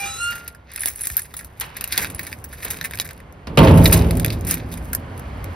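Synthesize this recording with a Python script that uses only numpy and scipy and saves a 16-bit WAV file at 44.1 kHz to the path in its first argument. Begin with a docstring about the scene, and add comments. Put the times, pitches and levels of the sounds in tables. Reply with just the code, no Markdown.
"""A sheet-steel gate, pushed to and kicked shut with a long low boom, in a concrete yard.
Blows ring the frame's modes and set off the panel's dying noise; post and latch bolt add short knocks.
Its hinge squeaks by even stick-slip and grinds; close by, keys clash and slide on their ring in a hand.
One soft footfall; the yard returns a short echo of hinge and keys; far traffic is shaped noise and a drone.
Two close microphone ports hear it all, with the lows and the top cut and a fast limiter on the peaks."""
import sys
import numpy as np
from scipy import signal
from scipy.fft import rfft, irfft, next_fast_len
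from scipy.io import wavfile
from scipy.ndimage import uniform_filter1d, minimum_filter1d

SR = 44100
rng = np.random.default_rng(int(sys.argv[2]) if len(sys.argv) > 2 else 0)


def wav_record(signal):
    """Record a signal, one row per channel, as 16-bit PCM in the file named by sys.argv[1]."""
    frames = np.transpose(np.atleast_2d(signal))
    bounded = np.clip(frames, -1, 1)
    # unit amplitude maps onto the largest positive 16-bit level
    quanta = np.round(bounded * 32767).astype(np.int16)
    wavfile.write(sys.argv[1], SR, quanta)


N = 244755


def from_db(db):
    """Turn decibels into an amplitude factor."""
    return 10 ** (np.asarray(db) / 20)


def rms_one(x):
    """Scale x to an RMS of one."""
    return x / np.sqrt(np.mean(x ** 2) + 1e-20)


def in_time(rows):
    """Columns of a curve at every sample."""
    s, *columns = np.transpose(rows)
    return [np.interp(np.arange(N) / SR, s, c) for c in columns]


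def at_hz(points, hz, column=1):
    """Read a column of a spectrum table at hz, along log frequency."""
    points = np.array(points)
    return np.interp(np.log(hz), np.log(points[:, 0]), points[:, column])


def colour(x, spectrum):
    """Give x a spectrum whose mean power gain is one, in minimum phase."""
    gain = from_db(at_hz(spectrum, np.linspace(1, SR / 2, 513)))
    response = np.roll(irfft(rms_one(gain)), 512)[1:]
    squared = np.convolve(response, response)   # minimum_phase takes the square root of its gain
    taps = signal.minimum_phase(squared, method="homomorphic")
    return signal.fftconvolve(x, taps)[:N]


def clicks(times_s, sizes):
    """Single-sample impulses at the given times."""
    out = np.full(N, 1e-18)
    samples = (np.asarray(times_s) * SR).astype(int)
    np.add.at(out, np.clip(samples, 0, N - 1), sizes)
    return out


def ring(x, hz, t60_s):
    """A damped mode: a unit click sets a sine of height 1 ringing."""
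    r, w = from_db(-60 / (t60_s * SR)), 2 * np.pi * hz / SR
    return signal.lfilter([0, np.sin(w)], [1, -2 * r * np.cos(w), r * r], x)


# how alike far noise is at the two ports: pitch_hz, correlation (0 to 1)
PORT_LIKENESS = [(60, 0.99), (250, 0.99), (600, 0.54), (1200, 0.2), (2500, 0.4), (5000, 0.96),
                 (12000, 0.35)]


def bands():
    """Half-octave bands of stereo noise with their centres; neighbours are unrelated."""
    white = rng.standard_normal((2, 2, N))
    edges_hz = 25 * 2 ** np.arange(0, 9.6, .5)
    for k, (low, high) in enumerate(zip(edges_hz, edges_hz[1:])):
        band = signal.butter(2, [low, high], "band", fs=SR, output="sos")
        mid, side = signal.sosfilt(band, white[k % 2])
        hz = np.sqrt(low * high)
        alike = np.clip(at_hz(PORT_LIKENESS, hz), 0, 1)
        yield hz, np.sqrt(1 + alike) * mid + np.sqrt(1 - alike) * side * [[1], [-1]]


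# blows on the gate: start_s, strength_db (relative), brightness_db (added towards the treble)
GATE_BLOWS = [(0.32, -45.5, 14.5), (1.613, -57.5, 38), (1.98, -31, 9), (2.651, -36.5, 10.5),
              (3.47, -22, -7.5), (3.497, -26, -34), (3.574, 2.5, -1.5), (3.672, -10.5, -4), (3.774, -26, 1),
              (3.922, -34.5, 23.5)]
# ringing modes of the gate's frame: pitch_hz, level_db (relative), t60_s
FRAME_MODES = [(54, 2, 2.6), (72.5, 0, 2.0), (91, -1, 1.8), (109, -1, 2.2), (145, -3, .7), (163.5, -9, 1.6),
               (168.6, 1, 2.3), (208, -8, 1.5), (228, -12, 1.8), (244, -9, 1.2), (275, -14, 1.2),
               (292, -4, 1.2), (319, -9, 1.1), (360, -15, 1.3), (447, -10, 1.6), (533, -13, 2.0),
               (556, -17, 1.0), (645, -13, 1.4), (738, -21, 1.2), (877, -17, 1.2), (1319, -26, 1.3)]
# the panel's dense modes with the yard's echo: pitch_hz, level_db (per Hz, relative), t60_s
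PANEL_DECAY = [(30.2, -18.5, 0.83), (50, -1.5, 2.2), (149, -0.5, 2.16), (209, -6.5, 2.99), (299, -16, 2.46),
               (502, -12.5, 1.58), (620, -17.5, 1.9), (967, -14.5, 0.98), (1410, -23, 0.74),
               (2790, -22, 0.71), (4500, -29, 0.082), (6000, -41, 0.11), (12000, -39.5, 0.32),
               (15500, -62, 0.23)]
# the panel's lows pass through the frame's lowest modes, and leak past them
SHUDDER_T60_S, SHUDDER_DB, SHUDDER_LEAK_DB = .4, 5, -7


def treble_share(hz):
    """A bright blow favours the upper bands: 0 up to 150 Hz, 1 three octaves higher."""
    return np.clip(np.log2(hz / 150) / 3, 0, 1)


def gate_frame():
    """Blows ring the heavy frame's modes and the sheet's crowd of lesser modes."""
    s, strength_db, bright_db = np.transpose(GATE_BLOWS)
    frame = np.zeros(N)
    luck_db = rng.normal(0, 1.0, (len(s), len(FRAME_MODES)))
    for k, (hz, db, t60_s) in enumerate(FRAME_MODES):
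        hit_db = strength_db + 0.42 * bright_db * treble_share(hz) + db - 10.0 + luck_db[:, k]
        hits = clicks(s, from_db(hit_db))
        frame += ring(hits, hz, t60_s) - ring(hits, hz, 32.0 / hz)   # takes some cycles to swing up
    for hz in 215 * 6.9 ** rng.random(70):   # the lesser modes
        sizes = from_db(strength_db + at_hz(PANEL_DECAY, hz) - 18.5) * rng.standard_normal(len(s))
        frame += ring(clicks(s, sizes), hz, at_hz(PANEL_DECAY, hz, column=2))
    return frame


def gate_panel(noise_bands):
    """Blows feed the sheet's noise, which dies band by band; its lows shudder through the frame."""
    s, strength_db, bright_db = np.transpose(GATE_BLOWS)
    panel, shudder = 0, 0
    for hz, noise in noise_bands:
        hit_db = strength_db + treble_share(hz) * bright_db + at_hz(PANEL_DECAY, hz) + 7.0
        hits = clicks(s, from_db(hit_db))
        fall = from_db(-60 / (at_hz(PANEL_DECAY, hz, column=2) * SR))
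        crack = from_db(-60 / (0.075 * SR))   # a stronger, short first decay
        rise = np.exp(-hz / (1.5 * SR))       # lows build up over a few cycles
        envelope = signal.lfilter([1], [1, -fall], hits) + 4.1 * signal.lfilter([1], [1, -crack], hits)
        dying = signal.lfilter([1 - rise], [1, -rise], envelope) * noise
        if hz > 200:
            panel = panel + dying
        else:
            shudder = shudder + dying
    unity = 2 * (1 - from_db(-60 / (SHUDDER_T60_S * SR)))   # offsets the resonators' gain
    through_frame = sum(from_db(SHUDDER_DB + db) * unity * ring(shudder, hz, SHUDDER_T60_S)
                        for hz, db, _ in FRAME_MODES[:8])
    return panel + from_db(SHUDDER_LEAK_DB) * shudder + through_frame


SLAM_S = 3.576   # the gate meets its post
# the post's short knock: pitch_hz, level_db, t60_s
POST_KNOCK = [(155, -1, .12), (465, 2, .06), (570, -1, .05), (950, -7, .03), (2500, -8, .015)]


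def post():
    """The post gives a short hard knock as the gate slams against it."""
    return sum(ring(clicks([SLAM_S], from_db(db)), hz, t60_s) for hz, db, t60_s in POST_KNOCK)


# knocks of the latch bolt: start_s, level_db (relative)
LATCH_KNOCKS = [(3.857, -3), (2.9995, -13)]
# modes of the bolt: pitch_hz, level_db (relative), t60_s
BOLT_MODES = [(2300, -7, .015), (3050, -9, .012), (3895, 0, .025), (4250, -6, .012), (4800, -9, .012)]


def latch():
    """A short steel bolt with a few quickly damped modes."""
    s, db = np.transpose(LATCH_KNOCKS)
    return sum(ring(clicks(s, from_db(db + mode_db)), hz, t60_s) for hz, mode_db, t60_s in BOLT_MODES)


SLIP_JITTER = 0.0035   # share by which the slip rate wavers


def squeak(rows, orders, slip_ends_s):
    """Slips follow so evenly that they form a tone with overtones, each trembling a little."""
    pitch_hz, level_db = in_time(rows)
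    t = np.arange(N) / SR
    fade_in = np.clip((t - rows[0][0]) / 0.00068, 0, 1)
    fade_out = np.clip((rows[-1][0] - t) / 0.011, 0, 1)
    waver = np.interp(t, np.arange(300) / 400, rng.standard_normal(300))
    turn = 2 * np.pi * np.cumsum(pitch_hz * (1 + SLIP_JITTER * waver)) / SR
    fading_db = 50 * np.maximum(t - slip_ends_s, 0)   # once the slipping stops, the overtones die first
    out = np.zeros(N)
    for multiple, db in orders:
        tremble = np.interp(t, np.arange(140) / 200, rng.standard_normal(140))
        order_db = db + 1.6 * np.sqrt(multiple) * tremble - multiple * fading_db
        out += from_db(order_db) * np.sin(round(multiple) * turn + rng.uniform(0, 2 * np.pi))
    return np.sqrt(2) * from_db(level_db) * fade_in * fade_out * out


# three stick-slip squeaks of the hinge: start_s, pitch_hz, level_db (before the overtone levels)
LOW_SQUEAK = [(0.0, 798, -41.5), (0.05, 797, -37.5), (0.17, 799, -51.5)]
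RISING_SQUEAK = [(0.055, 1250, -40), (0.095, 1313, -42.5), (0.165, 1314, -40), (0.22, 1360, -45)]
HIGH_SQUEAK = [(0.175, 1380, -51), (0.21, 1400, -37.5), (0.235, 1398, -34), (0.305, 1410, -31),
               (0.33, 1400, -38.5), (0.64, 1402, -54)]
# their overtones: multiple (of the pitch), level_db (relative)
LOW_OVERTONES = [(1, 5), (2, -8), (3, 7.5), (5, -5), (6, -9), (7, -5), (12, -3), (13, -13)]
RISING_OVERTONES = [(1, -0.5), (2, -13), (3, 1.5), (4, -9), (5, -1), (6, 1), (7, -4.5), (8, -10), (9, -10)]
HIGH_OVERTONES = [(1, 5.5), (2, 2), (3, -6.5), (4, -14), (5, -2), (6, 2.5), (7, -7.5), (8, -14), (9, -8)]


def hinge_squeaks():
    """The hinge sticks and slips at three overlapping pitches."""
    low = squeak(LOW_SQUEAK, LOW_OVERTONES, 0.028)
    rising = squeak(RISING_SQUEAK, RISING_OVERTONES, 0.22)
    return low + rising + squeak(HIGH_SQUEAK, HIGH_OVERTONES, 0.25)


# grinding of the pin in its sleeve: start_s, level_db
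PIN_GRIND = [(0, -38), (0.06, -32.5), (0.13, -40), (0.2, -40.5), (0.25, -41), (0.36, -48.5), (0.45, -63),
             (0.5, -90)]
# modes of the hinge: pitch_hz, level_db (relative), t60_s
HINGE_RING = [(1490, 1.5, 0.039), (2000, -3, 0.0096), (2850, 1.5, 0.019), (3490, -0.5, .03),
              (4500, -17, 0.068), (6370, 4, 0.021), (8530, 3, 0.025)]


def grind():
    """Dense grit between pin and sleeve excites the hinge's modes under the squeaks."""
    rubbing = rng.standard_normal(N) * from_db(2.3 * rng.standard_normal(N))
    modes = sum(from_db(db) * rms_one(ring(rubbing, hz, t60_s)) for hz, db, t60_s in HINGE_RING)
    scrape = rms_one(colour(rubbing, DULL_SPECTRUM))
    return from_db(in_time(PIN_GRIND)[0]) * rms_one(modes + 2.0 * scrape)


# key clashes: start_s, level_db (burst, relative), clack_db (re burst), clack_pitch_hz,
# t60_s (of the rattle, at least 0.004), key_pitch_hz (the key that rings), ring_db (re burst)
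KEY_CLASHES = [(0.325, -28.5, 0, 1700, 0.037, 12000, -25), (0.3542, -24, -7, 1290, 0.04, 12000, -13),
               (0.378, -32, 0, 1584, 0.022, 12000, -20), (0.4779, -16.5, -16.5, 3670, 0.022, 10380, -25),
               (0.548, -35, -3.5, 1390, 0.018, 10900, -43), (0.7171, -29, -6, 6050, 0.016, 10760, -18),
               (0.7362, -37, -9, 2230, 0.062, 11900, 7), (0.76, -14.5, -13, 2360, 0.014, 10700, -16),
               (0.7773, -26.5, 2, 2470, 0.013, 10600, -20), (0.7938, -24, -14, 1770, 0.037, 10700, -10),
               (0.8068, -27, -21, 1820, 0.024, 10700, 4), (0.818, -23, -12, 2420, 0.028, 10700, -6),
               (0.8337, -20, -1.5, 1740, 0.02, 12000, -4), (0.8582, 3.5, -22, 3800, 0.0047, 10260, -15.5),
               (0.872, -20, -2.5, 2160, 0.018, 15700, -13), (0.883, -11, -17, 2190, 0.026, 15700, -7),
               (0.927, -37, -9, 2100, 0.012, 10700, -18), (0.959, -27.5, -12, 2150, 0.016, 10700, -4),
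               (1.0089, -28, -31, 4100, 0.026, 10700, 2.5), (1.017, -30, -29, 4140, 0.022, 10700, 6),
               (1.028, -30, -20, 4100, 0.012, 10700, -6), (1.036, -28, -5.5, 2000, 0.086, 10700, 5),
               (1.0545, -14, -37, 4200, 0.022, 10700, -21), (1.0709, -4, -39, 1710, 0.012, 11700, -20),
               (1.1001, -16, -9.5, 2230, 0.017, 11100, -32), (1.1681, -16, -21, 4140, 0.034, 12270, 8),
               (1.1796, -22, -3, 1690, 0.0083, 12100, -22), (1.1921, -13.5, -14, 1580, 0.027, 11200, -19),
               (1.219, -24.5, -23, 1600, 0.02, 10700, -7.5), (1.2538, -31.5, -12, 1630, 0.034, 11700, -25),
               (1.3395, -23.5, -2.5, 1410, 0.018, 15700, -9), (1.3672, -20.5, -21, 4320, 0.047, 10750, -11),
               (1.3904, -24.5, -6, 1910, 0.042, 9750, 2), (1.41, -29, -6, 1370, 0.014, 12000, -16),
               (1.446, -26, -13, 1370, 0.019, 12200, -7), (1.5995, -15.5, -32, 1570, 0.0041, 12100, -6.5),
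               (1.6091, -11, -10, 2850, 0.023, 11600, -29), (1.7672, -19, -6.5, 2100, 0.027, 11700, -14),
               (1.8098, -14, -8, 2850, 0.011, 12300, -11), (1.841, -6.5, -13, 3250, 0.011, 11600, -44),
               (1.876, -19.5, -30, 2940, 0.0058, 12240, -5), (1.9224, -11.5, -5.5, 4600, 0.045, 11300, -13),
               (1.9774, 1.5, -12, 4700, 0.014, 11500, -35), (1.991, -17, -2, 2250, 0.021, 10700, -24),
               (2.0193, -14.5, -10, 2030, 0.071, 15100, -18), (2.046, -14.5, 3.5, 2200, 0.0038, 11300, -26),
               (2.07, -26, 0.5, 2200, 0.011, 10400, -14), (2.1002, -20.5, -13.5, 2230, 0.023, 10700, -22),
               (2.1474, -19.5, -24, 2020, 0.016, 10700, -11), (2.193, -17.5, -2, 2100, 0.018, 15700, -6),
               (2.2318, -26, -12, 1900, 0.032, 10700, -11.5),
               (2.2665, -21.5, -7.5, 1950, 0.039, 10700, -17), (2.328, -24, 6.5, 2300, 0.0061, 10700, -38),
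               (2.441, -21.5, -15, 1520, 0.034, 15700, -4), (2.5268, -28, -4.5, 1630, 0.057, 11200, -8),
               (2.6271, -23.5, -8.5, 1820, 0.081, 11400, -16), (2.648, -12, -17, 2200, 0.024, 12000, -18),
               (2.684, -19, -12, 2090, 0.0069, 12300, -18), (2.704, -12.5, -15, 2540, 0.056, 11600, -20),
               (2.771, -22.5, -15, 2200, 0.017, 10600, -25), (2.8122, -19.5, 1.5, 1930, 0.0059, 10700, -29),
               (2.827, -28, -15, 1760, 0.02, 11500, -19), (2.8412, -16, -4, 2150, 0.065, 15700, -15),
               (2.855, -16.5, -12, 1570, 0.019, 12600, -30), (2.91, -19, -4.5, 1870, 0.0054, 11500, -16),
               (2.935, -23.5, 0, 2000, 0.017, 11000, -31), (2.946, -25, -5, 1680, 0.023, 12400, -20),
               (2.955, -22, -16, 2200, 0.01, 11500, -15), (2.974, -23, -7, 2200, 0.009, 12000, -19),
               (2.988, -19.5, -1, 4740, 0.0057, 10300, -23), (2.9992, -5, -3.5, 2680, 0.0064, 11700, -38),
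               (3.0095, -16, -20, 1920, 0.022, 12300, -6), (3.015, -19.5, -4, 4100, 0.018, 12200, -38),
               (3.047, -26.5, -7, 1670, 0.064, 12100, -7), (3.076, -27, -16, 2200, 0.0091, 11500, -28),
               (3.09, -25, 0, 2500, 0.0053, 11600, -32), (3.108, -27, -4, 1940, 0.018, 10300, -31),
               (3.132, -29, -22, 2200, 0.0098, 11500, -24), (3.1778, -37.5, -13, 4000, 0.0096, 11000, -15),
               (3.202, -35, -1, 2070, 0.013, 12000, -36), (3.325, -34.5, -25, 4000, 0.008, 11500, -24),
               (3.472, -37, 12.5, 1490, 0.014, 10500, -14), (3.5872, -18, -23, 2400, 0.022, 12100, -5),
               (3.741, -31, -16, 1330, 0.018, 10700, -7), (3.773, -18, -10, 1310, 0.056, 10900, -13),
               (3.839, -14, -17, 1750, 0.02, 12700, -18), (3.844, -13.5, -12, 1490, 0.047, 12100, -6),
               (3.8572, -3.5, -2, 3800, 0.021, 11500, -6), (3.877, -15, -14, 2860, 0.024, 12000, 0.5),
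               (3.9256, 3.5, -14, 4000, 0.057, 12000, -10), (3.973, -13, -13, 4500, 0.025, 11900, -36),
               (3.99, -23.5, 3.5, 6000, 0.023, 11800, -34), (4.0207, -23, -2.5, 3960, 0.016, 11300, -25),
               (4.1088, -14.5, -6.5, 2583, 0.011, 10700, -20), (4.154, -22, -20, 4100, 0.0054, 10700, -27),
               (4.171, -16, -15.5, 4000, 0.014, 12000, -25), (4.1976, -10, -11.5, 3900, 0.013, 10700, -43),
               (4.231, -32, -2, 4104, 0.0053, 12000, -23), (4.2469, -3, -9, 3570, 0.0046, 11540, -16),
               (4.262, -10.5, -13, 2130, 0.005, 11200, -30), (4.281, -24, -4, 4020, 0.01, 9900, -19),
               (4.3028, -22, 5, 4430, 0.013, 11650, -38), (4.323, -24, -6.5, 4530, 0.062, 11600, -22),
               (4.41, -25, -23, 3980, 0.0056, 11500, -18), (4.449, -22.5, -14, 2647, 0.017, 11900, -14),
               (4.469, -15.5, -17, 2360, 0.067, 11600, -10), (4.4882, -15, -12, 2850, 0.22, 11600, -3),
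               (4.5102, 7, -41, 2220, 0.0087, 11100, -23), (4.5416, -15.5, -19, 1970, 0.02, 12240, 2.5),
               (4.571, -27.5, -3, 2500, 0.016, 11800, -18), (4.716, -26.5, -10.5, 3870, 0.094, 11600, -19),
               (4.74, -18, -17, 3870, 0.0071, 10900, -23), (4.7735, -27, -7.5, 2430, 0.032, 10700, -15),
               (4.9312, -9, -14, 1600, 0.018, 10700, -20), (4.9496, -7, -20, 1660, 0.013, 12000, -10.5),
               (5.1771, -31, -15, 2490, 0.022, 11100, -9), (5.195, -27.5, -13.5, 2050, 0.019, 10900, -21),
               (5.443, -20, -12, 2340, 0.0064, 11100, -36)]
# hard body of the bunch, rung by every clack: pitch_hz, level_db (before chance), t60_s
BUNCH_BODY = [(3800, -19.5, 0.002), (5000, -23, 0.0024)]
SNAP_DB = -10   # first contact of a clash, re its burst
CLACK_CYCLES, CLACK_RING_DB = 4.5, -9.5   # the clack's short resonance: t60 in cycles, level


def clashes():
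    """Each clash is a tick and a grainy dying rattle, as bright hiss and as dull clack."""
    s, peak_db, dull_db, clack_hz, t60_s, _, _ = np.transpose(KEY_CLASHES)
    bright, dull = clicks(s, from_db(peak_db + SNAP_DB)), np.zeros(N)
    age = np.arange(3000) / SR
    for k, (hiss, knock, luck) in enumerate(rng.standard_normal((len(s), 3, 3000))):
        i = int(s[k] * SR)
        rebounds_db = np.repeat(luck[:100], 30)   # uneven rebounds
        rattle = from_db(-60 * age / max(t60_s[k], .004) + rebounds_db)
        swell = 1 - np.exp(-age / (0.073 * t60_s[k] + 1e-4))
        tick = 0.5 * from_db(-60 * age / 0.0028)
        shape = swell * rattle + tick
        body = sum(from_db(db + 4.2 * chance) * ring(shape * knock, hz, decay_s)
                   for (hz, db, decay_s), chance in zip(BUNCH_BODY, luck[100:]))
        resonance = ring(shape * knock, clack_hz[k], CLACK_CYCLES / clack_hz[k])
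        clack = body + from_db(CLACK_RING_DB) * resonance
        bright[i:i + 3000] += (from_db(peak_db[k]) * shape * hiss)[:N - i]
        dull[i:i + 3000] += (from_db(peak_db[k] + dull_db[k]) * clack)[:N - i]
    return bright, dull


# shakes of the bunch, keys sliding on their ring: start_s, end_s, bright_db, dull_db (relative)
KEY_SHAKES = [(0, 0.08, -38, -56), (0.317, 0.311, -35.5, -39.5), (0.397, 0.477, -54, -49.5),
              (0.72, 0.787, -62, -42), (0.825, 0.895, -33.5, -41), (0.983, 1.007, -49, -47.5),
              (1.017, 1.118, -38, -52), (1.166, 1.222, -45, -43), (1.337, 1.436, -51, -52),
              (1.618, 1.646, -42, -43.5), (1.78, 1.852, -58, -37.5), (1.944, 2.036, -34.5, -31.5),
              (2.21, 2.333, -42.5, -43.5), (2.51, 2.576, -50, -52), (2.628, 2.749, -40, -38.5),
              (2.813, 3.123, -55, -47), (3.64, 3.658, -33.5, -27.5), (3.765, 3.777, -36, -55),
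              (3.85, 3.964, -31, -29.5), (4.068, 4.346, -45.5, -43.5), (4.502, 4.538, -38.5, -33),
              (4.715, 4.944, -51, -57), (5.117, 5.547, -64, -54)]
SWELL_DB_PER_S, SETTLE_DB_PER_S = 322, 185   # before and after a shake


def shaking():
    """Each shake swells, holds and settles; returns bright and dull gains."""
    t = np.arange(0, N + 64, 64) / SR
    start, end, *levels_db = np.transpose(KEY_SHAKES)[:, :, None]
    shape_db = -SWELL_DB_PER_S * np.maximum(start - t, 0) - SETTLE_DB_PER_S * np.maximum(t - end, 0)
    return [np.interp(np.arange(N) / SR, t, from_db(db + shape_db).sum(axis=0)) for db in levels_db]


def grit(low_hz, high_hz):
    """Small contacts come in clumps; each rings a few cycles at one of eight pitches."""
    knots = np.arange(0, N + 400, 400)
    clumps = np.interp(np.arange(N), knots, rng.exponential(1, len(knots)))
    contacts = rng.random(N) < 800 * clumps / SR   # 800 a second on average
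    sizes = from_db(3.74 * np.minimum(rng.exponential(1, N), 5))
    ticks = contacts * sizes * rng.choice([-1, 1], N)
    dealt = rng.integers(0, 8, N)
    rings = sum(ring(ticks * (dealt == k) + 1e-18, hz, 1.5 / hz)
                for k, hz in enumerate(np.geomspace(low_hz, high_hz, 8)))
    return rms_one(rms_one(rings) + 0.46 * rng.standard_normal(N))


# three keys, each a list of modes: pitch_hz, level_db (relative), t60_s (in an open hand)
KEY_RING = [
    [(10655, -4, .08), (10710, 0, .12), (10767, -3, .08), (10850, -8, .08), (7550, -14, .07)],
    [(11975, 0, .05), (12075, -2, .045), (13650, -9, .05), (9950, -12, .04)],
    [(15620, -6, .08), (15715, 0, .13), (15000, -12, .06), (5850, -23, .06)],
]
# spectra of the hiss and of the clack: pitch_hz, level_db (per Hz, relative)
BRIGHT_SPECTRUM = [(4000, -23.5), (6000, -14), (7200, -13), (8800, -9.5), (10500, -10.5), (12000, -3.5),
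                   (13600, -9.5), (15500, -11), (16500, -13.5)]
DULL_SPECTRUM = [(400, -16), (1150, -12), (1650, 0), (2550, 0), (3150, -10), (3800, 0), (4250, -5),
                 (4700, -1), (5400, -8), (6050, -4), (7500, -16)]
OTHER_KEY_DB_PER_OCTAVE = 98   # keys further from the struck one ring less
GRIP_S, GRIP_DAMPING = 3.4, .5   # from then on the hand closes on the keys and shortens their ring


def keys():
    """Clashes set the keys ringing; sliding adds small ticks that ring them faintly."""
    s, peak_db, _, _, _, key_hz, ring_db = np.transpose(KEY_CLASHES)
    bright, dull = clashes()
    slide_bright, slide_dull = shaking()
    small = slide_bright * grit(6300, 16400)
    small_dull = slide_dull * from_db(-6) * grit(1110, 6000)
    out = colour(bright + small, BRIGHT_SPECTRUM) + colour(dull + small_dull, DULL_SPECTRUM)
    free = np.arange(N) < GRIP_S * SR
    for modes in KEY_RING:
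        key_db = ring_db - OTHER_KEY_DB_PER_OCTAVE * np.abs(np.log2(key_hz / modes[1][0]))
        for hz, db, t60_s in modes:
            luck_db = rng.normal(0, 1.4, len(s))
            struck = clicks(s, from_db(peak_db + key_db + db + luck_db))
            struck = struck + from_db(db - 55) * small
            out += ring(struck * free, hz, t60_s)
            out += ring(struck * ~free + 1e-18, hz, GRIP_DAMPING * t60_s)
    return out


FOOTFALL_S = 1.108   # one soft step
FOOTFALL_DB, FOOTFALL_HZ, FOOTFALL_T60_S = -19.5, 56, 0.11


def footfall():
    """A cushioned sole pushes the ground: a low thump that swells and dies."""
    step = clicks([FOOTFALL_S], from_db(FOOTFALL_DB))
    return ring(step, FOOTFALL_HZ, FOOTFALL_T60_S) - ring(step, FOOTFALL_HZ, 0.19 * FOOTFALL_T60_S)


YARD_T60_S, YARD_DB = 0.055, -11.5


def yard(x):
    """Walls and floor return a dying, dull cloud of echoes, another one on each side."""
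    age = np.arange(int(.6 * SR)) / SR
    tails = rng.standard_normal((2, len(age))) * from_db(-60 * age / YARD_T60_S) * (age > .004)
    tails = signal.lfilter([1], [1, -.6], tails)
    tails /= np.sqrt(np.sum(tails ** 2, axis=1, keepdims=True))
    return from_db(YARD_DB) * signal.fftconvolve(x[None], tails, axes=1)[:, :N]


# spectrum of the far traffic: pitch_hz, level_db (per Hz, relative)
TRAFFIC_SPECTRUM = [(18, -20), (30, 11), (89, -2.5), (282, -17.5), (322, -20), (367, -14.5), (598, -19.5),
                    (932, -18.5), (1390, -24.5), (1980, -26), (6000, -50.5), (7500, -49.5), (10000, -51.5),
                    (12500, -48), (14500, -78)]
# its level over time: start_s, level_db (before the port filters)
TRAFFIC_LEVEL = [(0.0, -36.5), (0.59, -43), (1.85, -36.5), (3.45, -35.5), (5.0, -28.5), (5.55, -25.5)]
# low engine drone: pitch_hz, level_db (re traffic noise), t60_s
DRONE_MODES = [(57.7, -7.5, 0.18), (86, -15, 0.07)]


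def traffic(noise_bands):
    """Far traffic is noise weighted band by band, with a low drone of noise-driven resonances."""
    road = sum(from_db(at_hz(TRAFFIC_SPECTRUM, hz)) * noise for hz, noise in noise_bands)
    drone = sum(from_db(db) * rms_one(ring(rng.standard_normal(N), hz, t60_s))
                for hz, db, t60_s in DRONE_MODES)
    return from_db(in_time(TRAFFIC_LEVEL)[0]) * (rms_one(road) + drone)


def scene():
    """Gate, post and latch; hinge and keys close by with the yard's echo; a step; far traffic."""
    noise_bands = list(bands())   # gate panel and traffic share these bands
    gate = gate_frame() + gate_panel(noise_bands)
    near = keys() + hinge_squeaks() + grind()
    return gate + post() + latch() + near + yard(near) + footfall() + traffic(noise_bands)


# phase between the microphone ports: pitch_hz, lead_rad (by which the left port leads)
PORT_LEAD = [(0, 0), (430, -0.0), (950, -1.4), (1460, 0.3), (3880, 0.7), (4910, 0.0), (5340, 0.2),
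             (6550, 2.7), (7840, 3.4), (9730, 5.8), (10900, 6.6), (13200, 9.3), (14300, 9.8), (15900, 12.4)]
# level between the ports: pitch_hz, level_db (left re right)
PORT_TILT = [(60, 0.5), (180, -2.5), (550, -1.5), (1650, -2.5), (4970, -0.5), (15000, 0)]
LOW_CUT_HZ, CUTOFF_HZ = 62.8, 16000
TOP, OVERSHOOT = 1.0, 1.06   # the limiter lets the very tips clip


def record(dry):
    """Two close ports differ in phase and level; the lows and the top are cut; a fast limiter holds the boom."""
    size = next_fast_len(N + 2048)
    hz = np.arange(size // 2 + 1) * SR / size
    lead = np.interp(hz, *np.transpose(PORT_LEAD))
    tilt = from_db(at_hz(PORT_TILT, hz + 1) / 2)
    ports = np.array([tilt * np.exp(.5j * lead), np.exp(-.5j * lead) / tilt])
    x = irfft(rfft(dry, size) * ports, size)[:, :N]
    x = signal.sosfilt(signal.butter(4, LOW_CUT_HZ, "high", fs=SR, output="sos"), x)
    allowed = np.minimum(OVERSHOOT * TOP / (np.abs(x).max(axis=0) + 1e-9), 1)
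    # gain dips for a few ms round each peak
    x = x * uniform_filter1d(minimum_filter1d(allowed, size=121), size=121)
    x = signal.sosfilt(signal.cheby2(10, 60, CUTOFF_HZ + 700, fs=SR, output="sos"), x)
    return np.clip(x, -TOP, TOP)


dry = scene()
out = record(dry)
wav_record(out)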